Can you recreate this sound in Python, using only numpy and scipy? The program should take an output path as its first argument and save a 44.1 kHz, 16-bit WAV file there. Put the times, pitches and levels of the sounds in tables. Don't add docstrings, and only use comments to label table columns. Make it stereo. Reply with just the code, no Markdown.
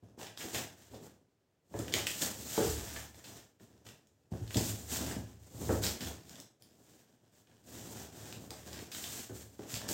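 import sys
import numpy as np
from scipy import signal
from scipy.fft import rfft, irfft
from scipy.io import wavfile
from scipy.ndimage import uniform_filter1d

SR = 44100
rng = np.random.default_rng(int(sys.argv[2]) if len(sys.argv) > 2 else 0)


def digitize_waveform(pressure):
    field = np.atleast_2d(pressure).T
    bounded = np.clip(field, -1, 1)
    quanta = np.round(bounded * 32767).astype(np.int16)
    wavfile.write(sys.argv[1], SR, quanta)


N = 437913
TIME = np.arange(N) / SR

# f/Hz, level/dB
SNAP_SPECTRUM = [(150, -18.5), (550, 0.5), (850, -7), (1250, -6), (1700, 2.5), (2100, -1), (2500, -1),
                 (3300, 1), (4400, -2.5), (5200, 1.5), (6200, -4.5), (7500, -0.5), (10600, -16),
                 (13000, -10)]


def undb(db):
    return 10 ** (np.asarray(db) / 20)


def unit(x):
    return x / np.sqrt(np.mean(x ** 2))


def at_hz(points, hz):
    f, value = np.transpose(points)
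    return np.interp(np.log(np.maximum(hz, 1)), np.log(f), value)


def colour(x, points, tilt=0, size=4096):
    hz = np.maximum(np.arange(size // 2 + 1) * SR / size, 1)
    level_db = at_hz(points, hz) + tilt * np.log2(hz / np.mean(hz))
    cepstrum = irfft(np.log(undb(level_db)))
    cepstrum[1:size // 2] *= 2
    cepstrum[size // 2 + 1:] = 0
    impulse = irfft(np.exp(rfft(cepstrum)))
    return signal.fftconvolve(x, impulse)[:len(x)]


def walk(rate):
    return np.interp(TIME * rate, np.arange(SR), rng.standard_normal(SR))


def grains(rate, spread_db):
    size = undb(spread_db * np.clip(rng.standard_normal(N), -2, 2))
    sign = rng.choice([-1, 1], N)
    return size * sign * (rng.random(N) < rate / SR)


def add(track, s, sound, db):
    start = int(s * SR)
    sound = sound * undb(db) * np.sqrt(SR / 100 / np.sum(sound ** 2))
    track[start:start + len(sound)] += sound[:N - start]


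def wall_tail(build_s, diffuse_hz, size=16384):
    # f/Hz, t60/s
    room_decay = [(200, 0.66), (530, 0.36), (1400, 0.34), (3700, 0.32), (9700, 0.25), (15000, 0.13)]
    t, hz = TIME[:size], np.arange(size // 2 + 1) * SR / size
    noise, tail = rfft(rng.standard_normal(size)), 0
    centres, t60s = np.transpose(room_decay)
    for t60, share in zip(t60s, np.eye(len(t60s))):
        band = irfft(noise * np.interp(hz, centres, share))
        tail = tail + band * np.exp(-np.log(1000) * t / t60)
    tail = rfft(tail * (1 - np.exp(-(t / build_s) ** 2)))
    tail /= np.sqrt(uniform_filter1d(np.abs(tail) ** 2, size=24))
    return irfft(tail * hz ** 2 / np.hypot(hz ** 2, diffuse_hz ** 2))


def room(x, wet_db, build_s, diffuse_hz, size=4096):
    wet, fade = np.zeros(N + SR), np.sin(np.pi * np.arange(size) / size)
    for i in range(0, N, size // 2):
        piece = x[i:i + size] * fade[:N - i]
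        echoes = signal.fftconvolve(piece, wall_tail(build_s, diffuse_hz))
        wet[i:i + len(echoes)] += echoes
    return x + undb(wet_db) * wet[:N]


def still_air(level_db):
    # f/Hz, level/dB
    air_spectrum = [(25, -19.5), (60, -7), (105, 4), (200, -4), (400, -1.5), (1000, -15), (3000, -21),
                    (7300, -24), (10500, -31.5), (16000, -30.5)]
    return undb(level_db) * unit(colour(rng.standard_normal(N), air_spectrum))


def stroke_gains():
    # working at the straps; gripping, dragging back and tipping over
    # start/s, rise/s, hold/s, board hiss/dB, board crackle/dB, panel rumble/dB (before the layer trims)
    strokes = [ (0.017, 0.024, .06, -86, -72, -62), (0.166, 0.046, 0.032, -55, -50.5, -56.5),
               (0.36, 0.036, 0.12, -47.5, -49.5, -57), (0.517, 0.037, 0.031, -40, -43, -45.5),
               (0.757, 0.026, .09, -64, -65, -66), (0.884, 0.059, 0.023, -62, -63, -52.5),
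               (0.99, 0.053, .02, -61.5, -62.5, -55), (1.623, 0.071, .03, -78, -82, -72),
               (1.679, 0.14, 0.095, -54, -55, -47.5), (1.919, 0.033, 0.038, -40, -38.5, -44.5),
               (2.057, .01, 0.15, -41.5, -51.5, -52), (2.2, 0.025, 0.017, -33, -39.5, -43),
               (2.321, 0.087, 0.11, -46.5, -61, -52), (2.431, 0.15, 0.14, -38.5, -44.5, -57),
               (2.73, 0.066, 0.22, -46.5, -49, -53.5), (3.122, 0.041, .03, -60.5, -59.5, -61),
               (3.216, .035, 0.13, -56, -56.5, -58.5), (3.585, 0.024, .04, -67.5, -68.5, -63.5),
               (3.678, 0.045, .09, -79, -71.5, -67), (3.834, 0.044, 0.015, -59.5, -57.5, -58.5),
               (4, 0.056, 0.25, -86, -86.5, -77), (4.301, 0.027, 0.22, -63, -60.5, -58),
               (4.462, 0.17, 0.077, -39, -52, -48), (4.724, .04, 0.096, -51.5, -62, -54),
               (4.856, 0.097, 0.015, -36.5, -44.5, -45.5), (4.969, 0.033, 0.12, -45.5, -45.5, -43),
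               (5.173, 0.036, 0.11, -64.5, -65, -60), (5.364, .08, .06, -63.5, -71, -63.5),
               (5.457, 0.25, 0.073, -46.5, -66, -43.5), (5.594, 0.087, 0.098, -53.5, -59, -55.5),
               (5.805, 0.037, 0.042, -36.5, -42.5, -43.5), (5.993, 0.03, 0.067, -46.5, -48, -47.5),
               (6.182, 0.13, 0.077, -59.5, -59.5, -58), (6.588, 0.026, 0.19, -72.5, -74.5, -67.5),
               (6.764, 0.1, 0.15, -67.5, -69, -66.5), (7.04, .05, 0.06, -78, -74, -71),
               (7.16, .1, 0.045, -82, -75, -71.5), (7.296, 0.062, 0.046, -68.5, -72, -71),
               (7.458, 0.037, 0.19, -76, -73, -67.5), (7.604, .18, 0.15, -52, -55.5, -52),
               (7.917, 0.088, 0.026, -50.5, -51, -50.5), (8.08, .1, 0.17, -54.5, -55.5, -53.5),
               (8.38, 0.038, 0.052, -59, -63, -53.5), (8.488, 0.027, 0.1, -57.5, -58, -59.5),
               (8.586, 0.13, 0.12, -54.5, -52.5, -52.5), (8.897, 0.057, 0.26, -44, -52.5, -54),
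               (9.292, 0.093, 0.03, -51, -60, -56), (9.47, 0.045, 0.12, -66, -71, -69),
               (9.577, 0.024, 0.084, -65, -57.5, -57), (9.652, 0.089, 0.023, -43, -50, -54.5),
               (9.79, 0.028, .03, -62, -48, -49), (9.873, 0.021, 0.045, -38, -50, -47)]
    t, power = TIME[::50], 0
    sag_db_per_s = 2
    release_db_per_s = np.array([[165], [182], [110]])
    for start, rise, hold, *layer_db in strokes:
        swell = np.sin(np.pi / 2 * np.clip((t - start) / rise, 0, 1)) ** 2
        held = np.maximum(t - start - rise, 0)
        fall_db = sag_db_per_s * held + release_db_per_s * np.maximum(held - hold, 0)
        gain = swell * undb(np.array(layer_db)[:, None] - fall_db)
        power = power + gain ** 2
    return [np.interp(TIME, t, np.sqrt(p)) for p in power]


def rubbing(hiss_db, crackle_db, tick_db, rumble_db, judder_db):
    # t/s, boom relative to the drag/dB
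    edge_load = [(0, -13), (1.5, -11), (1.8, -10), (2.5, -4.5), (2.85, -1.5), (3.4, -4.5), (4.0, -5.5),
                 (4.4, 6.5), (5.0, -6.5), (5.55, 2.5), (6.7, -12), (7.4, -10), (7.9, -11.5), (8.7, -4),
                 (9.93, -6.5)]
    # f/Hz, level/dB
    hiss_spectrum = [(300, -37), (1200, -11.5), (2500, -10), (3600, -7), (5200, -6), (6100, -3.5),
                     (7300, 0), (8500, -4), (10000, -12.5), (10900, -14), (13000, -6.5), (16000, -9)]
    # f/Hz, level/dB
    crease_spectrum = [(250, -6.5), (700, 6.5), (1200, -2.5), (1700, 2.5), (2200, -7), (3200, -2),
                       (4300, -10.5), (6000, -1), (10000, -15.5), (16000, -35.5)]
    # f/Hz, level/dB
    rumble_spectrum = [(40, -32), (80, -22), (107, 3.5), (140, -2.5), (190, -0.5), (250, 0), (450, -6),
                       (720, -11), (1100, -20.5), (2500, -40.5)]
    # f/Hz, level/dB
    boom_spectrum = [(25, -32.5), (40, -28.5), (50, -13), (62, -18.5), (75, 6), (85, -10), (103, -0.5),
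                     (125, -7.5), (160, -11.5), (400, -53)]

    hiss, crackle, rumble = stroke_gains()
    load = undb(np.interp(TIME, *np.transpose(edge_load)))
    judder = undb(judder_db * walk(70))

    fine = unit(colour(grains(rate=11000, spread_db=2) * judder, hiss_spectrum))
    coarse = unit(colour(grains(rate=900, spread_db=6.0) * judder, crease_spectrum))
    ticks = unit(colour(grains(rate=130, spread_db=5), SNAP_SPECTRUM))
    drag = unit(colour(grains(rate=900, spread_db=2) * judder, rumble_spectrum))
    boom = unit(colour(rng.standard_normal(N), boom_spectrum, size=16384))

    sliding = fine * hiss * undb(hiss_db) + (drag + boom * load) * rumble * undb(rumble_db)
    crackling = (coarse + undb(tick_db) * ticks) * crackle * undb(crackle_db)
    return sliding, crackling


def snaps(rough_db, ring_db, ring_q):
    # t/s, level/dB (before the room), decay length/s, ring f/Hz
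    snap_events = [(0.213, -52.5, 0.0049, 2500), (.268, -50, 0.0037, 3400), (0.375, -47, 0.0008, 3730),
                   (0.406, -44, 0.021, 2380), (.547, -36, 0.022, 2550), (0.943, -57, 0.012, 3860),
                   (1.74, -62, 0.0021, 2600), (1.79, -45, .004, 7550), (1.881, -47.5, 0.0025, 2480),
                   (1.924, -42, 0.0079, 4700), (1.939, -29, 0.0016, 3520), (2.069, -32.5, 0.002, 3600),
                   (2.075, -42, 0.0012, 7640), (2.22, -36.5, 0.0025, 5660), (2.961, -43.5, 0.012, 1710),
                   (3.145, -60.5, 0.0018, 3000), (3.243, -51.5, .02, 3800), (3.598, -67, 0.0052, 1510),
                   (3.868, -56.5, 0.0022, 3500), (3.889, -55, .002, 2880), (4.071, -71, .002, 6500),
                   (4.477, -55.5, .003, 3630), (4.507, -48.5, 0.0028, 1990), (4.545, -39.5, 0.0017, 3640),
                   (4.569, -33.5, 0.0075, 5500), (5.113, -45.5, 0.0032, 1900), (5.837, -35, .014, 4360),
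                   (5.866, -35.5, 0.002, 3830), (6.007, -43, 0.011, 3220), (6.072, -48.5, 0.0026, 3400),
                   (6.295, -54.5, 0.0012, 6500), (6.356, -56, 0.0018, 4000), (6.401, -50.5, .0014, 9100),
                   (6.623, -58.5, 0.0011, 8500), (7.471, -70.5, 0.0035, 2800), (7.514, -69.5, 0.0036, 1800),
                   (8.326, -48, 0.0017, 3220), (8.506, -46, 0.0015, 5030), (8.73, -49.5, .003, 5000),
                   (8.79, -50.5, 0.0033, 3270), (8.917, -44.5, 0.012, 4480), (8.948, -45, 0.0019, 3200),
                   (9.041, -44, 0.0029, 3930), (9.741, -40, 0.0011, 4130), (9.754, -43.5, 0.014, 3650),
                   (9.889, -40, 0.0014, 6240)]
    out, t = np.zeros(N), TIME[:SR // 5]
    for s, db, length, ring_hz in snap_events:
        tilt = 3 * np.log2(ring_hz / 3820)
        sign, size = rng.standard_normal((2, len(t)))
        fractures = np.sign(sign) * undb(rough_db * np.clip(size, -2, 2))
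        run = fractures * np.exp(-t / max(length, 1 / SR))
        ring = signal.lfilter(*signal.iirpeak(ring_hz, ring_q, fs=SR), run)
        add(out, s, colour(run + undb(ring_db) * ring, SNAP_SPECTRUM, tilt), db)
    return out


def knocks(slap_db, rattle_db, rattle_s, bass_hz, scatter_db, contact_damping, lowest_hz):
    # t/s, level/dB (before bass cut and room), contact f/Hz, weight in the bass/dB
    blow_events = [(0.026, -48, 242, 5), (.177, -48.5, 365, -16), (.197, -52, 1000, -15),
                   (.213, -46, 820, 4), (0.44, -39.5, 322, -19), (.547, -43, 606, 8),
                   (0.936, -48, 600, -15), (1.741, -33, 560, -0.5), (1.794, -34, 486, 7.5),
                   (1.94, -37, 510, -5.5), (2.578, -24, 510, -20.5), (2.604, -26.5, 520, -10),
                   (2.649, -31, 422, 7.5), (2.672, -27.5, 65.4, 7), (2.764, -38, 70, 3),
                   (3.607, -51.5, 310, 4), (4.319, -31, 247, 4), (4.336, -41, 470, -11),
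                   (4.412, -31, 112, 6), (4.558, -21, 270, 7), (4.574, -35.5, 555, -16),
                   (5.04, -40, 332, 4.5), (5.166, -33.5, 258, 10), (5.226, -49, 110, 7.5),
                   (5.692, -23, 555, 7), (5.705, -24.5, 427, 0), (6.009, -40, 300, 12),
                   (8.361, -45, 265, 7), (8.515, -48.5, 760, -6), (8.785, -46, 450, -3),
                   (9.296, -40, 530, 8), (9.323, -43, 220, 6), (9.593, -39.5, 440, -11),
                   (9.734, -37.5, 197, -14), (9.89, -43, 594, -8), (9.91, -38.5, 500, -19)]
    # f/Hz, level/dB, t60/s
    ring_modes = [(52, -13.5, 0.58), (73.5, -6, 0.98), (101.56, 0, 0.97), (109.95, 4, 0.62),
                  (122, -17, .4), (167.5, -15, 0.49), (192.3, -9.5, 0.59), (244, 1.5, 0.14),
                  (318.5, -1, 0.091), (362, -5, 0.17), (431, -3, 0.17), (543, -2, 0.12), (626, -4.5, 0.12),
                  (770, 8, .06), (842, 6, 0.038), (1040, -12.5, 0.036), (1400, -1, .03), (1670, 2, .04)]
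    # f/Hz, level/dB
    slap_spectrum = [(60, -32.5), (200, 3), (450, 8.5), (750, -2), (1100, -15.5), (1800, -11.5),
                     (2400, -26), (5000, -51.5), (12000, -72.5)]
    slap_hz = 590

    out, t = np.zeros(N), TIME[:SR]
    hz, mode_db, t60 = np.transpose(ring_modes)
    decay = np.exp(-np.log(1000) * t / t60[:, None])
    for s, db, contact_hz, weight_db in blow_events:
        scatter = scatter_db * rng.standard_normal(len(hz))
        weight = weight_db / (1 + (hz / bass_hz) ** 4)
        drive = 1 / np.hypot(1 - (hz / contact_hz) ** 2, contact_damping * hz / contact_hz)
        gain = undb(mode_db + scatter + weight) * drive
        pitch = hz * (1 + 0.014 * rng.standard_normal(len(hz)))
        ring = gain @ (np.cos(2 * np.pi * pitch[:, None] * t) * decay)
        ring *= 1 - np.exp(-(t * contact_hz * 2) ** 2)

        contact = [(f * contact_hz / slap_hz, level) for f, level in slap_spectrum]
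        slap = colour(signal.unit_impulse(SR), contact)
        chatter = colour(rng.standard_normal(SR) * np.exp(-t / rattle_s), contact)
        blow = unit(ring) + undb(slap_db) * unit(slap) + undb(rattle_db) * unit(chatter)
        add(out, s, blow, db)
    return signal.sosfilt(signal.butter(6, lowest_hz, "high", fs=SR, output="sos"), out)


def scene():
    air = still_air(level_db=-77.5)
    sliding, crackle = rubbing(hiss_db=-1, crackle_db=-6.5, tick_db=-2.5, rumble_db=0.5, judder_db=1.3)
    creases = snaps(rough_db=0.5, ring_db=0.5, ring_q=2.2)
    blows = knocks(slap_db=-7.0, rattle_db=-1.5, rattle_s=0.027, bass_hz=151, scatter_db=2,
                   contact_damping=0.45, lowest_hz=54)
    sharp = room(crackle + creases, wet_db=0.0, build_s=0.0049, diffuse_hz=300)
    dull = room(blows, wet_db=-1, build_s=0.0089, diffuse_hz=282)
    return np.tile(sharp + dull + sliding + air, (2, 1))


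def record(dry):
    top_cut = signal.ellip(10, .2, 70, 15850, fs=SR, output="sos")
    return signal.sosfilt(top_cut, dry)


dry = scene()
out = record(dry)
digitize_waveform(out)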